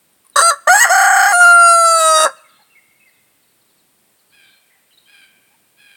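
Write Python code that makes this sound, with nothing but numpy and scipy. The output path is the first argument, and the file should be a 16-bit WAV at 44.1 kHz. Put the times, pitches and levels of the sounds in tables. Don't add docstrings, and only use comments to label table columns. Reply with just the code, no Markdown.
import sys
import numpy as np
from scipy import signal
from scipy.fft import rfft, irfft
from scipy.io import wavfile
from scipy.ndimage import uniform_filter1d

SR = 44100
rng = np.random.default_rng(int(sys.argv[2]) if len(sys.argv) > 2 else 0)


def int16_out(signal):
    q = np.round(np.clip(np.atleast_2d(signal).T, -1, 1) * 32767)
    wavfile.write(sys.argv[1], SR, q.astype(np.int16))


N = 262836


def gain_of(db):
    return 10 ** (np.asarray(db) / 20)


def evened(x):
    return x / np.sqrt(np.mean(x ** 2) + 1e-20)


def levelled(x):
    return x / np.sqrt(abs(uniform_filter1d(x ** 2, size=1365)) + 1e-12)


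def eased(x, length_s):
    return uniform_filter1d(x * 1., size=max(round(length_s * SR), 1))


def read(points, hz):
    f, value = np.transpose(points)
    return np.interp(np.log(hz + 1), np.log(f + 1), value)


def follow(rows, t):
    s, *columns = np.transpose(rows)
    return [np.interp(t, s, c) for c in columns]


def add(mix, s, sound):
    part = mix[max(round(s * SR), 0):][:len(sound)]
    part += sound[:len(part)]


def band(x, low_hz, high_hz):
    hz = np.fft.rfftfreq(2 * len(x), 1 / SR) + 0.000872
    spectrum = rfft(x, 2 * len(x))
    return irfft(spectrum / (1 + (low_hz / hz) ** 20) / (1 + (hz / high_hz) ** 20))[:len(x)]


def wobble(size, hz):
    low_pass = signal.butter(2, hz, fs=SR, output="sos")
    return evened(signal.sosfilt(low_pass, rng.standard_normal(N)))[:size]


def resonate(x, modes, steep=1.38, size=4096):
    hz = abs(np.fft.fftfreq(size, 1 / SR))
    gain = sum(gain_of(db) / (1 + ((hz - f) / width * 1.82) ** 2) ** steep for f, width, db in modes)
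    ring = np.fft.ifft(np.exp(signal.hilbert(np.log(gain + 1e-5)).conj())).real
    return signal.oaconvolve(x, ring[:size // 2])[:len(x)]


def echoes(x, decay, delay_s):
    hz, t, z = signal.stft(rng.standard_normal(SR), SR, nperseg=256)
    fall = gain_of(-60 * t / read(decay, hz)[:, None])
    tail = signal.istft(z * fall, SR, nperseg=256)[1]
    out = np.zeros(N)
    add(out, delay_s, signal.fftconvolve(x, tail / np.linalg.norm(tail))[:N])
    return out


def glide(length, start_hz, end_hz, jitter, bend):
    size = max(round(length * SR), 64)
    hz = start_hz + (end_hz - start_hz) * np.linspace(0, 1, size) ** bend
    phase = 2 * np.pi * np.cumsum(hz * (1 + jitter * wobble(size, 200))) / SR
    return phase, signal.windows.tukey(size, .5)


# (f/Hz, relative level/dB per Hz)
AIR = [(25, -23), (60, -18.5), (120, -9.5), (200, -6.5), (320, -8.5), (600, -10.5), (1300, -13.5),
       (2200, -13.5), (3900, -15.5), (5200, -18), (6500, -21), (8700, -10), (10800, -17), (17000, -13)]
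AIR_DB = -57.5


def air():
    colour = gain_of(read(AIR, np.fft.rfftfreq(N, 1 / SR)))
    hush = evened(irfft(rfft(rng.standard_normal(N)) * colour, N))
    rumble = band(hush, 0, 400)
    return gain_of(AIR_DB) * (hush + 0.2027 * wobble(N, 4) * rumble)


# (t/s, length/s, top f/Hz, level/dB before the distance trim)
JAY = [(4.305, .22, 828, -40), (5.057, 0.23, 826, -37), (5.759, 0.232, 839, -38.5)]
# (f/Hz, relative level/dB)
JAY_COLOUR = [(800, -18), (1600, 1.5), (2400, 5), (3200, 1.5), (4000, -5.5), (4900, -5), (5700, -30),
              (7500, -24), (9600, -7.5), (11000, -18)]


def jay(jitter=0.028, rasp=0.38, count=13):
    out = np.zeros(N)
    for s, length, top_hz, db in JAY:
        u = np.linspace(0, 1, round(length * SR))
        arch = np.interp(u, [0, .2, 1], [.94, 1, .92])
        phase = 2 * np.pi * np.cumsum(top_hz * arch * (1 + jitter * wobble(len(u), 330))) / SR
        call = sum(gain_of(read(JAY_COLOUR, k * top_hz)) * np.sin(k * phase) for k in range(1, count + 1))
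        swell = signal.windows.tukey(len(u), .4) * (1 + rasp * wobble(len(u), 190))
        add(out, s, gain_of(db) * evened(swell * call))
    return out


def chirp(length, start_hz, end_hz, db, rough):
    phase, swell = glide(length, start_hz, end_hz, jitter=.1 * rough, bend=1.7)
    return gain_of(db) * evened(swell * np.sin(phase))


# (t/s, length/s, top f/Hz, level/dB)
CHIPS = [(0.324, 0.051, 4030, -52), (2.357, .042, 4817, -56), (2.487, 0.033, 4760, -58),
         (2.614, 0.026, 4526, -56), (3.072, .041, 4840, -63), (3.423, 0.026, 4600, -63),
         (3.475, .035, 4750, -64.5), (3.609, 0.0209, 4500, -61.5), (3.672, 0.046, 4150, -65),
         (3.775, 0.04, 4540, -62), (4.186, .03, 4660, -60), (4.3, 0.027, 4710, -61)]
CHIP_FALL, CHIP_ROUGH = .75, 0.097
FAINT_FROM_S, FAINT_TO_S, FAINT_S, FAINT_HZ, FAINT_DB = 2.9, 3.9, .045, 4250, -66
# (t/s, delay of second note/s, top f/Hz, first note level/dB, second note level/dB)
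WHISTLES = [(2.358, 0.076, 2680, -51.5, -52.5), (2.695, .051, 2700, -54, -45.5),
            (2.993, .057, 2607, -52.5, -50.5)]
WHISTLE_SAG, WHISTLE_STEP, WHISTLE_END = .97, .83, .72
WHISTLE_S, WHISTLE_ROUGH = .056, 0.2
# (t/s, level/dB)
BUZZES = [(2.462, -58), (4.418, -56.5)]
BUZZ_S, BUZZ_HZ, BUZZ_ROUGH = 0.14, 3580, 0.81
TONE_AFTER_S, TONE_HZ, TONE_DB = .058, 4175, -4.5
# (t/s, length/s, f/Hz, level/dB, roughness 0-1)
SQUEAKS = [(4.691, 0.089, 1960, -56.5, 0.58), (4.902, 0.036, 3030, -55.5, 0.39),
           (4.924, 0.032, 3990, -54.5, .18), (4.973, 0.019, 3920, -46, 0.85),
           (5.053, 0.029, 3155, -51.5, 0.07)]


def small_birds(count=4):
    out = np.zeros(N)
    faint = []
    for k, (when, span, pitch) in enumerate(rng.random((count, 3))):
        s = FAINT_FROM_S + (FAINT_TO_S - FAINT_FROM_S) * (k + when) / count
        faint.append((s, FAINT_S * (.5 + span), FAINT_HZ * (1 + .2 * (pitch - .5)), FAINT_DB))
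    for s, length, hz, db in CHIPS + faint:
        add(out, s, chirp(length, hz, hz * CHIP_FALL, db, CHIP_ROUGH))
    for s, delay, hz, first_db, second_db in WHISTLES:
        add(out, s, chirp(WHISTLE_S, hz, hz * WHISTLE_SAG, first_db, WHISTLE_ROUGH))
        second = chirp(WHISTLE_S, hz * WHISTLE_STEP, hz * WHISTLE_END, second_db, WHISTLE_ROUGH)
        add(out, s + delay, second)
    for s, db in BUZZES:
        add(out, s, chirp(BUZZ_S, BUZZ_HZ, BUZZ_HZ, db, BUZZ_ROUGH))
        add(out, s + TONE_AFTER_S, chirp(BUZZ_S, TONE_HZ, TONE_HZ, db + TONE_DB, CHIP_ROUGH))
    for s, length, hz, db, rough in SQUEAKS:
        add(out, s, chirp(length, hz, hz, db, rough))
    return out


# (t/s, length/s, start f/Hz, end f/Hz, rms level/dB)
CLUCKS = [(0.242, 0.041, 1195, 1040, -62.5), (2.584, 0.05, 786, 878, -56.5), (4.745, 0.057, 763, 817, -70),
          (5.498, 0.067, 766, 907, -65)]
# (t/s, peak level/dB)
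TICKS = [(0.1315, -45.5), (0.2493, -41.5), (0.267, -35.5), (0.2992, -34.5)]
# (f/Hz, nominal width/Hz, relative level/dB)
TICK_MODES = [(4000, 2700, -19.5), (9500, 820, -0.5), (11500, 3000, -14)]


def pen():
    out = np.zeros(N)
    for s, length, start_hz, end_hz, db in CLUCKS:
        phase, swell = glide(length, start_hz, end_hz, jitter=.05, bend=1)
        add(out, s, gain_of(db) * evened(swell * (np.sin(phase) + .3 * np.sin(2 * phase))))
    t = np.arange(SR // 40) / SR
    for s, db in TICKS:
        burst = rng.standard_normal(len(t)) * gain_of(-60 * t / 0.01)
        tick = resonate(burst, TICK_MODES)
        add(out, s, gain_of(db) * tick / abs(tick).max())
    return out


def pulse_train(phase, count=27):
    spread, drift_db, drift_hz = .19, 3.5, 6
    out = 0
    for k in range(1, count + 1):
        reach = np.clip((k - 2) / 6, 0, 1)
        drift = gain_of(drift_db * reach * wobble(len(phase), drift_hz))
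        out = out + drift * np.cos(k * phase - spread * k ** 2)
    return evened(out)


WARBLE_FROM_S, WARBLE_TO_S, WARBLE_RAMP_S = .915, 1.295, .03
WARBLE_HZ, WARBLE_DIP_S = 32.3, .942
WARBLE_DEPTH = .068
RATTLE_HZ, RATTLE_TURNS, RATTLE_JITTER = 169.2, .03, .12


def syrinx(t, hz, doubling, rough, jitter=0.079, shimmer=1.0, skew=0.038, crack=0.33, sag=.05, throb=0.37,
           waver=0.0017):
    warbling = np.clip(np.minimum(t - WARBLE_FROM_S, WARBLE_TO_S - t) / WARBLE_RAMP_S, 0, 1)
    swing = 2 * np.pi * WARBLE_HZ * (t - WARBLE_DIP_S)
    dip = warbling * ((1 + np.cos(swing)) / 2) ** 4
    rough = np.clip(rough + crack * dip, 0, 1)
    pitch_swing = WARBLE_DEPTH * warbling * (0.67 * np.cos(swing) + 0.32 * np.sin(swing))
    hz = hz * (1 - sag * dip - pitch_swing)
    unsteady = 1 + jitter * rough * wobble(len(t), 350) + waver * wobble(len(t), 42)
    turns = np.cumsum(hz * unsteady) / SR
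    alternate = doubling * np.cos(np.pi * turns)
    rattle_turns = np.cumsum(RATTLE_HZ * (1 + RATTLE_JITTER * wobble(len(t), 200))) / SR
    rattle = warbling * np.sin(2 * np.pi * rattle_turns)
    phase = 2 * np.pi * (turns + skew * alternate + RATTLE_TURNS * rattle)
    pulses = pulse_train(phase) * (1 + 0.36 * alternate + shimmer * rough * wobble(len(t), 300))
    puffs = (1 + np.cos(phase)) * rng.standard_normal(len(t))
    return (pulses * (1 - 0.71 * rough) + .5 * rough * puffs) * (1 - throb * dip)


# (f/Hz, nominal width/Hz, relative level/dB)
THROAT_SHORT = [(550, 164, -9), (1113, 140, 0), (1336, 300, 1), (1745, 190, -2), (3000, 660, -28.5),
                (3920, 240, -12), (4800, 480, -17.5), (6220, 510, -16), (7200, 400, -24.5),
                (8160, 360, -11), (8630, 550, -13), (10260, 700, -29.5), (12800, 3000, -34),
                (15670, 2000, -46.5)]
THROAT_RAISED = [(750, 200, -1), (1162, 220, 2.5), (1466, 200, 1.5), (1722, 170, -2.5), (1910, 310, -2),
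                 (3051, 380, -19.5), (4352, 250, -19.5), (5222, 430, -18.5), (6558, 260, -10.5),
                 (7726, 710, -13), (8340, 310, -14.5), (9906, 1100, -29), (12715, 1700, -29.5),
                 (15400, 1400, -32)]
THROAT_HELD = [(684.5, 280, -6.5), (1130, 250, -7.5), (1365, 160, 3.5), (1700, 530, -17), (2790, 80, -20.5),
               (4226, 670, -26), (4740, 200, -21), (5648, 320, -28.5), (6730, 520, -19), (7330, 300, -23.5),
               (8165, 250, -23), (9050, 530, -11), (10120, 570, -21), (11330, 790, -38), (14400, 4000, -44)]
THROAT_SINKING = [(626.4, 340, -4.5), (1130, 610, -8.5), (1362, 51, 2), (1702, 130, -6.5), (2750, 200, -16),
                  (3763, 250, -14), (4706, 150, -6), (5604, 210, -16.5), (6200, 250, -20.5),
                  (7520, 1800, -21.5), (8720, 600, -13), (9986, 500, -21), (12700, 1300, -37.5),
                  (14800, 2000, -38)]
# (t/s, posture: 0 short, 1 raised, 2 held, 3 sinking)
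POSTURE = [(.58, 0), (.62, 1), (1.29, 1), (1.35, 2), (1.84, 2), (2.02, 3)]


def throat(source):
    posture, = follow(POSTURE, np.arange(len(source)) / SR)
    shapes = [THROAT_SHORT, THROAT_RAISED, THROAT_HELD, THROAT_SINKING]
    return sum(np.clip(1 - abs(posture - k), 0, 1) * resonate(source, modes) for k, modes in enumerate(shapes))


# (start t/s, let go t/s, fade in dB/s, effort level/dB,
# fundamental level/dB and brightness level/dB relative to effort, brightening in dB/s,
# period doubling 0-1, roughness 0-1, length of the opening catch/s, its added roughness 0-1)
NOTES = [(0.36, 0.506, 472, -9, -11, -4.5, -11.5, .01, 0.056, .058, .75),
         (0.673, 0.843, 261, -8.5, -1.5, -13, 60, 0.078, 0.033, .016, .05),
         (.895, 1.326, 40.4, -12.5, -1.5, -7.5, -6.5, 0.38, 0.095, 0.00075, 0.036),
         (1.327, 2.256, 518.7, -8, -9, -12.5, 3, 0.039, .025, 0.00091, 0)]
# (t/s, f/Hz)
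SHORT_PITCH = [(.43, 666), (.475, 684), (.55, 664)]
RISING_PITCH = [(0.694, 710), (.731, 744.6), (.74, 812), (.795, 853.4), (0.803, 952.4), (0.842, 973),
                (0.859, 833.8), (0.891, 785.7)]
WARBLING_PITCH = [(.897, 667.6), (.93, 758), (1.081, 774.5), (1.258, 768), (1.288, 822), (1.316, 806.5)]
HELD_PITCH = [(1.338, 700.3), (1.384, 713), (1.438, 702.6), (1.454, 687.6), (1.464, 699.8), (1.752, 680.2),
              (1.992, 656.1), (2.002, 646), (2.165, 628.3)]
# (t/s, length/s, added doubling 0-1, added roughness 0-1,
# middle register (mainly the second harmonic) level change/dB, fundamental level change/dB)
CRACKS = [(0.416, 0.0074, 0.1, 0.2, -9.5, -3), (0.731, 0.055, .05, 0.19, -4, 0),
          (0.778, 0.03, 0, 0.07, -4, -7.5), (0.798, 0.098, 0.02, 0.14, 0.5, -5),
          (0.892, .024, 0, .08, -3.5, 4.5), (1.283, .048, .6, 0.13, -4.5, -0.5),
          (1.337, .065, 0, 0.02, -7.5, 2.5), (1.399, 0.13, 0.32, .03, 0, 1.5),
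          (2.176, 0.089, 0.18, 0.22, -0.5, -1), (2.239, 0.049, .1, 0.08, 0.5, 4)]
# (t/s, level/dB)
TREBLE = [(1.33, 0.5), (1.39, 2), (1.5, -2.5), (1.68, 3), (1.8, -0.5), (2, 1), (2.22, 1)]
ATTACK_S, SWITCH_S = 0.0061, .01
SLACK_PITCH, SLACK_DOUBLING, SLACK_DB = .85, 0.42, -1.5
FADE_ROUGH, FADE_DULL_DB = .45, -9
LEAVE_HZ, LEAVE_DB_PER_HZ = 817, -0.08
TIRE_AT_S, TIRE_DROP_S, TIRE_MIDDLE_DB = 1.955, 0.037, -7
TIRE_GROW_S, TIRE_DOUBLING = 0.13, 0.55


def gesture(t):
    which = np.maximum(np.searchsorted([row[0] for row in NOTES], t) - 1, 0)
    (start, stop, fade, effort_db, fundamental_db, bright_db, brightening,
     doubling, rough, catch_s, catch_rough) = np.array(NOTES)[which].T
    catch = eased(t < start + catch_s, SWITCH_S)
    fading = eased(t > stop, SWITCH_S)
    slack = np.minimum(catch + fading, 1)
    tired_s = np.maximum(t - TIRE_AT_S, 0)
    crack_doubling, crack_rough, crack_middle_db, crack_fundamental_db = sum(
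        np.outer(change, eased((t > s) & (t < s + length), SWITCH_S)) for s, length, *change in CRACKS)

    hz, = follow(SHORT_PITCH + RISING_PITCH + WARBLING_PITCH + HELD_PITCH, t)
    hz = hz * (1 + (SLACK_PITCH - 1) * slack)
    rasp = TIRE_DOUBLING * np.minimum(tired_s / TIRE_GROW_S, 1)
    doubling = (1 - slack) * (doubling + rasp) + slack * SLACK_DOUBLING + crack_doubling
    rough = rough + catch * catch_rough + fading * FADE_ROUGH + crack_rough

    level_db = effort_db + SLACK_DB * slack - fade * np.maximum(t - stop, 0)
    leave_db = LEAVE_DB_PER_HZ * np.maximum(hz - LEAVE_HZ, 0)
    low_db = fundamental_db + leave_db + crack_fundamental_db
    tired_db = TIRE_MIDDLE_DB * np.minimum(tired_s / TIRE_DROP_S, 1)
    middle_db = tired_db * (1 - fading) + crack_middle_db
    high_db = bright_db + brightening * (t - start) + FADE_DULL_DB * fading + follow(TREBLE, t)[0]
    gains = [eased((t > start) * gain_of(level_db + db), ATTACK_S) for db in (low_db, middle_db, high_db)]
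    return hz, np.clip(doubling, 0, 1), rough, gains


def rooster():
    t, out = np.arange(N // 2) / SR, np.zeros(N)
    hz, doubling, rough, gains = gesture(t)
    voice = throat(syrinx(t, hz, doubling, rough))
    for gain, edges_hz in zip(gains, [(150, 1000), (1000, 2400), (2400, 18000)]):
        add(out, 0, gain * levelled(band(voice, *edges_hz)))
    return out


# (f/Hz, 60 dB decay time/s)
YARD = [(300, 0.55), (700, .6), (1300, 1), (2500, 1.4), (4500, 0.42), (9000, 0.85), (16000, 0.13)]


def scene():
    near = rooster() + pen()
    far = gain_of(-4.5) * small_birds() + gain_of(-13.0) * jay()
    frame = gain_of(-9) * echoes(near, [(500, 0.071), (9000, 0.11)], delay_s=.004)
    near_yard = gain_of(-33.5) * echoes(near, YARD, delay_s=0.056)
    far_yard = gain_of(-7.0) * echoes(far, YARD, delay_s=0.01)
    return (near + frame + far + near_yard + far_yard + air())[None]


EDGE_HZ = 17080


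def record(dry, ceiling=0.95):
    clipped = np.clip(dry, -ceiling, ceiling)
    low_pass = signal.firwin(511, EDGE_HZ, window=("kaiser", 9), fs=SR)
    return signal.oaconvolve(clipped, low_pass[None], "same")


dry = scene()
out = record(dry)
int16_out(out)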